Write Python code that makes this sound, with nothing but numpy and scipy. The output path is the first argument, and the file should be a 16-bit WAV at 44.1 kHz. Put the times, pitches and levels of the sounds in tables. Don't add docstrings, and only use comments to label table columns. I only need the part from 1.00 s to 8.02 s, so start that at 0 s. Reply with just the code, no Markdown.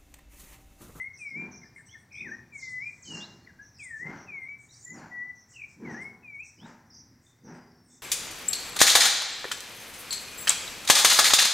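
import sys
import numpy as np
from scipy import signal
from scipy.fft import rfft, irfft
from scipy.io import wavfile
from scipy.ndimage import uniform_filter1d

SR = 44100
rng = np.random.default_rng(int(sys.argv[2]) if len(sys.argv) > 2 else 0)


def transcribe(u):
    v = np.clip(np.atleast_2d(u).T, -1, 1)
    q = np.round(v * 32767).astype(np.int16)
    wavfile.write(sys.argv[1], SR, q)


def boost(x):
    u = np.asarray(x, float) / 20
    return 10 ** u


N = 309582


def evened(x):
    return x / np.sqrt(np.mean(x ** 2) + 1e-20)


def read(points, hz):
    f, value = np.transpose(points)
    return np.interp(np.log(hz + 1), np.log(f + 1), value)


def coloured(x, points):
    hz = np.fft.rfftfreq(x.shape[-1], 1 / SR)
    return irfft(rfft(x) * boost(read(points, hz)), x.shape[-1])


def add(mix, s, sound):
    at = round(s * SR)
    part = mix[max(at, 0):][:len(sound) + min(at, 0)]
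    part += sound[max(-at, 0):][:len(part)]


def wander(count, per_s):
    lowpass = signal.butter(2, per_s, fs=SR, output="sos")
    return evened(signal.sosfilt(lowpass, rng.standard_normal(count + 2000))[2000:])


def along(length):
    return np.linspace(0, 1, round(length * SR))


def whistle(hz, db, fade):
    phase = 2 * np.pi * np.cumsum(hz) / SR
    soft_ends = signal.windows.tukey(len(hz), np.clip(fade, 0, 1))
    return np.sqrt(2) * boost(db) * np.sin(phase) * soft_ends


def glide(rows, waver, flutter_db, fade):
    out = np.zeros(N)
    for s, length, start_hz, mid_hz, end_hz, db in rows:
        u = along(length)
        bend = np.polyfit([0, .5, 1], np.log([start_hz, mid_hz, end_hz]), 2)
        hz = np.exp(np.polyval(bend, u)) * (1 + waver * wander(len(u), 88))
        add(out, s, whistle(hz, db + flutter_db * wander(len(u), 86), fade))
    return out


BEND_PER_S, OPENING_FLICK, OPENING_S = 9.8, .261, .0149
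ONSET_DB, HOLD_S, FADE_DB_PER_S = -6, .094, 203


def phrase(start, turn, end, top_hz, turn_hz, settled_hz, settling, db):
    t = np.arange(start, end, 1 / SR)
    left = np.clip((turn - t) / (turn - start), 0, 1)
    since = np.maximum(t - turn, 0)
    bend = max(BEND_PER_S * (turn - start), 1)
    flick = OPENING_FLICK * np.exp((start - t) / OPENING_S)
    sink = (top_hz - turn_hz) * (left ** bend + flick)
    settle = (settled_hz - turn_hz) * (1 - np.exp(-since / settling))
    db = db + ONSET_DB * left - FADE_DB_PER_S * np.maximum(since - HOLD_S, 0)
    return uniform_filter1d(turn_hz + sink + settle, 900, mode="nearest"), db


# start, turn and end in seconds, top, turning and
# settled pitch in Hz, settling time in seconds, level at the turn in dB.
PHRASES = [(-.15, 0.006, .095, 2400, 2002, 2194, .04, -39),
           (0.183, .35, .555, 2568, 2133, 2381, 0.017, -39),
           (1.229, 1.296, 1.365, 2250, 1513, 1983, 0.032, -42),
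           (1.515, 1.801, 1.915, 2380, 2009, 2458, 0.033, -39.5),
           (2.047, 2.153, 2.255, 3120, 2776, 2805, 0.037, -45),
           (2.579, 2.584, 2.66, 1522, 1527, 1707, 0.016, -51.5),
           (2.783, 2.988, 3.145, 2588, 1741, 2150, 0.047, -41.5),
           (3.261, 3.447, 3.57, 2636, 2080, 2303, 0.029, -41),
           (3.849, 3.883, 3.94, 1937, 1948, 2035, 0.028, -47),
           (4.102, 4.209, 4.325, 1959, 1945, 1989, 0.028, -39),
           (4.839, 4.959, 5.165, 2263, 1670, 2227, 0.041, -42.5),
           (5.222, 5.387, 5.452, 2572, 2210, 2756, 0.032, -45.5)]
BEATING, BEATS_PER_S, FULL_GLIDE_HZ_PER_S = .45, 35, 1500
ENDS_S = .05
THIRD_DB, THIRD_DB_PER_KHZ = -36, 20


def dipping_whistles():
    out = np.zeros(N)
    for row in PHRASES:
        hz, db = phrase(*row)
        slide = uniform_filter1d(abs(np.gradient(hz)) * SR / FULL_GLIDE_HZ_PER_S, 1500)
        throb = 1 + BEATING * np.clip(slide, .2, 1) * wander(len(hz), BEATS_PER_S)
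        fade = ENDS_S * SR / len(hz)
        third_db = 2 * db - row[-1] + THIRD_DB + THIRD_DB_PER_KHZ * (hz - 2400) / 1e3
        third = throb * whistle(3 * hz, third_db, 2 * fade)
        add(out, row[0], throb * (whistle(hz, db, fade) + third))
    return out


# start in seconds, length in seconds, start pitch in Hz,
# end pitch in Hz, vibrato swing in Hz, level in dB before a 2 dB lift.
WARBLE_NOTES = [(1.092, .158, 2340, 2340, 150, -43), (4.525, .14, 3100, 2380, 110, -47)]
WARBLE_PER_S, WARBLE_ONSET_DB = 59, -24
WARBLE_BEND = 2.2


def warbles():
    out = np.zeros(N)
    for s, length, start_hz, end_hz, swing_hz, db in WARBLE_NOTES:
        u = along(length)
        cycle = 2 * np.pi * WARBLE_PER_S * length * u + .7 * wander(len(u), 37.5)
        hz = end_hz + (start_hz - end_hz) * (1 - u) ** WARBLE_BEND + swing_hz * np.sin(cycle)
        db = db + 2 + WARBLE_ONSET_DB * (1 - u) ** 3 + 3.5 * wander(len(u), 60)
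        add(out, s, whistle(hz, db, fade=.3))
    return out


def songbird():
    return dipping_whistles() + warbles()


# start in seconds, level in dB.
TWO_NOTE_CALLS = [(.615, -56), (.757, -54), (.92, -55)]
DOUBLET_S, DOUBLET_GAP_S = .0357, .022
HIGH_HZ, LOW_HZ = (2080, 2150, 2030), (1777, 1793, 1690)
# start in seconds, length in seconds, top pitch in Hz,
# level in dB.
RISING_CHIRPS = [(.88, .075, 3500, -63), (1.145, .085, 3680, -65), (2.79, .07, 3600, -70)]
# start in seconds, length in seconds, start, middle and end pitch in
# Hz, level in dB.
CLEAR_GLIDES = [(.85, 0.044, 7900, 8200, 8600, -68), (2.195, 0.078, 3200, 3780, 4670, -54),
                (2.4, 0.065, 4400, 4370, 4100, -74), (2.46, 0.058, 2460, 1777, 1610, -58),
                (2.85, 0.089, 8300, 8060, 8160, -65.5), (3.39, 0.1, 8600, 8500, 8370, -80.5),
                (5.34, 0.06, 8500, 8500, 9000, -81.5), (5.575, 0.11, 2770, 3470, 4200, -62)]


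def other_birds():
    notes = list(CLEAR_GLIDES)
    for s, db in TWO_NOTE_CALLS:
        notes.append((s, DOUBLET_S, *HIGH_HZ, db))
        notes.append((s + DOUBLET_GAP_S, DOUBLET_S, *LOW_HZ, db))
    for s, length, top_hz, db in RISING_CHIRPS:
        notes.append((s, length, .8 * top_hz, .955 * top_hz, top_hz, db))
    return glide(notes, waver=.013, flutter_db=5, fade=.5)


# start in seconds, kind (0 a high call, 1 a lower,
# shorter reply), level of the lower voice in dB.
CHIRRUP_CALLS = [(0.132, 0, -60), (0.255, 1, -64.5), (.508, 0, -56), (.622, 1, -66.5), (0.855, 0, -62.5),
                 (1.263, 0, -62), (1.796, 1, -66), (2.615, 0, -63), (2.74, 1, -62), (3.163, 0, -62),
                 (3.702, 0, -61), (4.348, 0, -63.5), (4.892, 0, -61), (4.998, 1, -68.5), (5.428, 0, -61),
                 (5.558, 1, -68), (5.933, 0, -58), (6.437, 0, -63)]
CHIRRUP_S, CHIRRUP_HZ = (.095, .078), (5757, 5220)


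def chirrups():
    out = np.zeros(N)
    for s, reply, db in CHIRRUP_CALLS:
        u, hz = along(CHIRRUP_S[round(reply)]), CHIRRUP_HZ[round(reply)]
        jump = .1445 * np.exp(-u / .055)
        plunges = .1666 * (2 * u % 1) ** 3 * np.sqrt(u)
        dips = uniform_filter1d(hz * (1.02 - jump - plunges), 150, mode="nearest")
        dips = dips + 110 * wander(len(u), 200)
        db = db + 2.55 * wander(len(u), 210)
        add(out, s, whistle(dips, db, fade=.42) + whistle(dips + 420, db - 5.5, fade=.1))
    return out


ARCH_S, ARCH_TOP_S, ARCH_END_S, ARCH_WIDTH_S = 3.68, 3.865, 4.02, .12
ARCH_TOP_HZ, ARCH_FOOT_HZ = 7260, 3200
ARCH_DB, ARCH_DB_PER_KHZ, ARCH_OCTAVE_DB = -55, 5.5, -29


def squeal():
    out = np.zeros(N)
    t = np.arange(ARCH_S, ARCH_END_S, 1 / SR)
    hz = ARCH_FOOT_HZ + (ARCH_TOP_HZ - ARCH_FOOT_HZ) * np.exp(-((t - ARCH_TOP_S) / ARCH_WIDTH_S) ** 2)
    db = ARCH_DB - ARCH_DB_PER_KHZ * (ARCH_TOP_HZ - hz) / 1000
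    hz = hz * (1 + .0082 * wander(len(hz), 60))
    db = db + 6.6 * wander(len(hz), 76)
    octave = whistle(2 * hz, db + ARCH_OCTAVE_DB, fade=.12)
    add(out, ARCH_S, whistle(hz, db, fade=.099) + octave)
    return out


# start in seconds, length in
# seconds, start, middle and end pitch in Hz, level in dB before colouring.
STEEP_SWEEPS = [ (1.57, .065, 8500, 5000, 3200, -57), (2.02, .045, 8700, 5200, 3600, -56.5),
                (2.11, .05, 8900, 5300, 3700, -55), (5.9, .03, 6100, 5000, 4650, -60),
                (1.12, 0.019, 4800, 5790, 6100, -62), (1.125, 0.03, 7600, 8100, 9600, -78.5),
                (3.68, 0.059, 6800, 7440, 10800, -72), (5.005, 0.018, 6550, 9000, 12900, -80),
                (6.83, 0.099, 9230, 7900, 6660, -78.5)]


def sweeps():
    notes = glide(STEEP_SWEEPS, waver=.011, flutter_db=1.5, fade=.37)
    return coloured(notes, [(3000, -16), (4500, -3.5), (5800, 5), (8500, 2.5)])


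# start in seconds, length in seconds, centre pitch in Hz,
# level in dB.
FAR_CHIPS = [(0, 0.052, 8600, -66.5), (0.161, .11, 8340, -61), (0.736, .11, 8160, -65.5),
             (0.965, 0.091, 8570, -72), (1.517, 0.13, 7300, -59), (1.671, 0.089, 7550, -59.5),
             (1.807, .29, 6900, -66), (2.767, 0.13, 7370, -58.5), (2.826, 0.038, 8040, -48.5),
             (2.943, .11, 6800, -62.5), (3.567, 0.14, 7460, -63.5), (3.754, 0.13, 7280, -60.5),
             (3.928, .1, 8550, -72), (4.472, 0.13, 6750, -58), (4.657, .12, 6660, -65),
             (4.897, 0.061, 8000, -73), (5, .057, 8260, -63.5), (5.431, 0.092, 7080, -59.5),
             (5.625, .13, 6400, -65.5), (6.201, 0.15, 7340, -68.5), (6.52, .086, 8200, -74),
             (6.872, .15, 6900, -61)]
SPREAD_HZ, SPREAD_PER_HZ = 1050, .45


def chips():
    out = np.zeros(N)
    for s, length, hz, db in FAR_CHIPS:
        spread_hz = SPREAD_HZ + SPREAD_PER_HZ * (8000 - hz)
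        u = along(length)
        shake = np.tanh(wander(len(u), 500)) * np.sin(np.pi * u) ** .5
        fall = .2 * (1 - 2 * u)
        add(out, s, whistle(hz + spread_hz * (shake + fall), db, fade=.77))
    return out


# start in seconds, length in seconds, start, middle and end
# pitch in Hz, level in dB.
HELD_TONES = [(2.2, .4, 245, 245, 240, -71), (5.75, .45, 240, 243, 240, -69),
              (6.75, .27, 240, 245, 245, -70), (4.65, .7, 1000, 1000, 1030, -80),
              (6.3, .55, 4500, 4950, 4200, -84), (6.65, .35, 5400, 5400, 5400, -78),
              (6.24, .07, 3550, 3600, 3600, -80), (6.89, .08, 3550, 3600, 3600, -80)]


def held_tones():
    return glide(HELD_TONES, waver=.0047, flutter_db=6.5, fade=.7)


# start in seconds, thud level in dB, hiss level in dB, both at the swell's peak.
STROKE_TIMES = [(0.302, -45, -54.5), (1.175, -48.5, -60), (2.037, -45.5, -51.5), (2.982, -44.5, -47),
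                (3.876, -48, -50), (4.752, -41.5, -48.5), (5.556, -52.5, -52.5), (6.397, -47, -53)]
# frequency in Hz, relative density in dB per Hz.
THUD_SPECTRUM = [(60, -38), (110, -14), (160, 3.5), (205, 0), (243, 1.5), (275, -4.5), (305, -5.5),
                 (400, -7), (550, -17), (800, -59.5)]
# frequency in Hz, relative density in dB per Hz.
HISS_SPECTRUM = [(300, -14.5), (500, -13), (620, -8.5), (780, -3), (880, -1.5), (990, -4), (1200, -10.5),
                 (1600, -4), (2300, -15), (3500, -32), (6000, -24), (9000, -52)]
STROKE_S, LONGER_S_PER_DB = .24, .007
MIDDLE_LAG_S, TREBLE_LAG_S, HISS_SPLIT_HZ = .03, .042, 1130


def whoosh():
    thud, middle, treble = np.zeros((3, N))
    for s, thud_db, hiss_db in STROKE_TIMES:
        length = STROKE_S + LONGER_S_PER_DB * (thud_db + 47.5)
        swell = np.sin(np.pi * along(length) ** .78) ** 2
        add(thud, s, boost(thud_db) * swell)
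        add(middle, s + MIDDLE_LAG_S, boost(hiss_db) * swell)
        add(treble, s + TREBLE_LAG_S, boost(hiss_db) * swell)
    grit = boost(1.9 * wander(N, 84))
    thud_noise, hiss_noise = rng.standard_normal((2, N))
    hiss = evened(grit * coloured(hiss_noise, HISS_SPECTRUM))
    lowpass = signal.butter(2, HISS_SPLIT_HZ, fs=SR, output="sos")
    dull = signal.sosfiltfilt(lowpass, hiss)
    return thud * evened(coloured(thud_noise, THUD_SPECTRUM)) + middle * dull + treble * (hiss - dull)


# frequency in Hz, relative density in dB per Hz.
AIR_SPECTRUM = [(18, -16.5), (30, -19.5), (90, 3.5), (120, 5.5), (183, -5.5), (238, -5), (535, -17.5),
                (880, -16), (1240, -19), (1980, -15.5), (2940, -32), (4580, -27), (5800, -33),
                (7350, -30.5), (15700, -65.5)]
AIR_DB, INSECT_DB = -60.5, -78
INSECT_HZ, INSECT_WIDTH_HZ = 5750, 600


def air():
    air_noise, insect_noise = rng.standard_normal((2, N))
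    edges = INSECT_HZ + np.array([-.5, .5]) * INSECT_WIDTH_HZ
    bandpass = signal.butter(2, edges, "bandpass", fs=SR, output="sos")
    insects = evened(signal.sosfilt(bandpass, insect_noise))
    rumble = evened(coloured(air_noise, AIR_SPECTRUM))
    swell = boost(AIR_DB + 1.93 * wander(N, .22))
    flutter = boost(INSECT_DB + 2 * wander(N, 22))
    return swell * rumble + flutter * insects


# frequency in Hz, time in seconds to fall by 60 dB.
YARD_DECAY = [(150, 0.96), (1000, 1), (2200, 0.73), (5000, 0.89), (9000, 0.51)]
WALLS_S = .105


def yard(x, build_s, walls_db):
    hz, t, z = signal.stft(rng.standard_normal(SR), SR, nperseg=256)
    early_db = walls_db * np.exp(-(t / WALLS_S) ** 8)
    decay_db = -60 * t / read(YARD_DECAY, hz)[:, None]
    tail = signal.istft(z * boost(early_db + decay_db), SR, nperseg=256)[1]
    tail *= 1 - np.exp(-(np.arange(len(tail)) / SR / build_s) ** 2)
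    return signal.fftconvolve(x, tail / np.linalg.norm(tail))[:N]


def scene():
    near, strokes, notes = songbird(), whoosh(), other_birds()
    swept, arch, chatter = sweeps(), squeal(), chirrups()
    held, far = held_tones(), chips()
    direct = near + notes + swept + arch + chatter + held + far + strokes
    near_echo = boost(-8.5) * coloured(near, [(4000, 0), (5500, -20)])
    close_send = near_echo + boost(-8.5) * notes + boost(-5) * chatter
    close_echo = yard(close_send, build_s=.0077, walls_db=8)
    late_echo = yard(boost(7) * swept + boost(-5) * arch + held, build_s=.02, walls_db=5)
    open_echo = yard(boost(-5) * strokes + boost(-7) * far, build_s=.015, walls_db=.5)
    return np.tile(direct + close_echo + late_echo + open_echo + air(), (2, 1))


def roll_off(x):
    return signal.sosfilt(signal.butter(12, 16100, fs=SR, output="sos"), x)


# frequency in Hz, level of left over right in dB.
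LEAN = [(1100, 0), (1500, 2.5), (1850, 4.2), (2250, 3.2), (2600, 1.2), (2900, 0)]
SELF_NOISE_DB = -76


def record(dry):
    lean = [[(hz, side * db / 2) for hz, db in LEAN] for side in (1, -1)]
    ports = np.array([coloured(x, points) for x, points in zip(dry, lean)])
    hiss = boost(SELF_NOISE_DB) * evened(np.diff(rng.standard_normal((2, N + 1))))
    hiss = hiss + .2 * hiss[::-1]
    return roll_off(ports + hiss)


dry = scene()
out = record(dry)
transcribe(out)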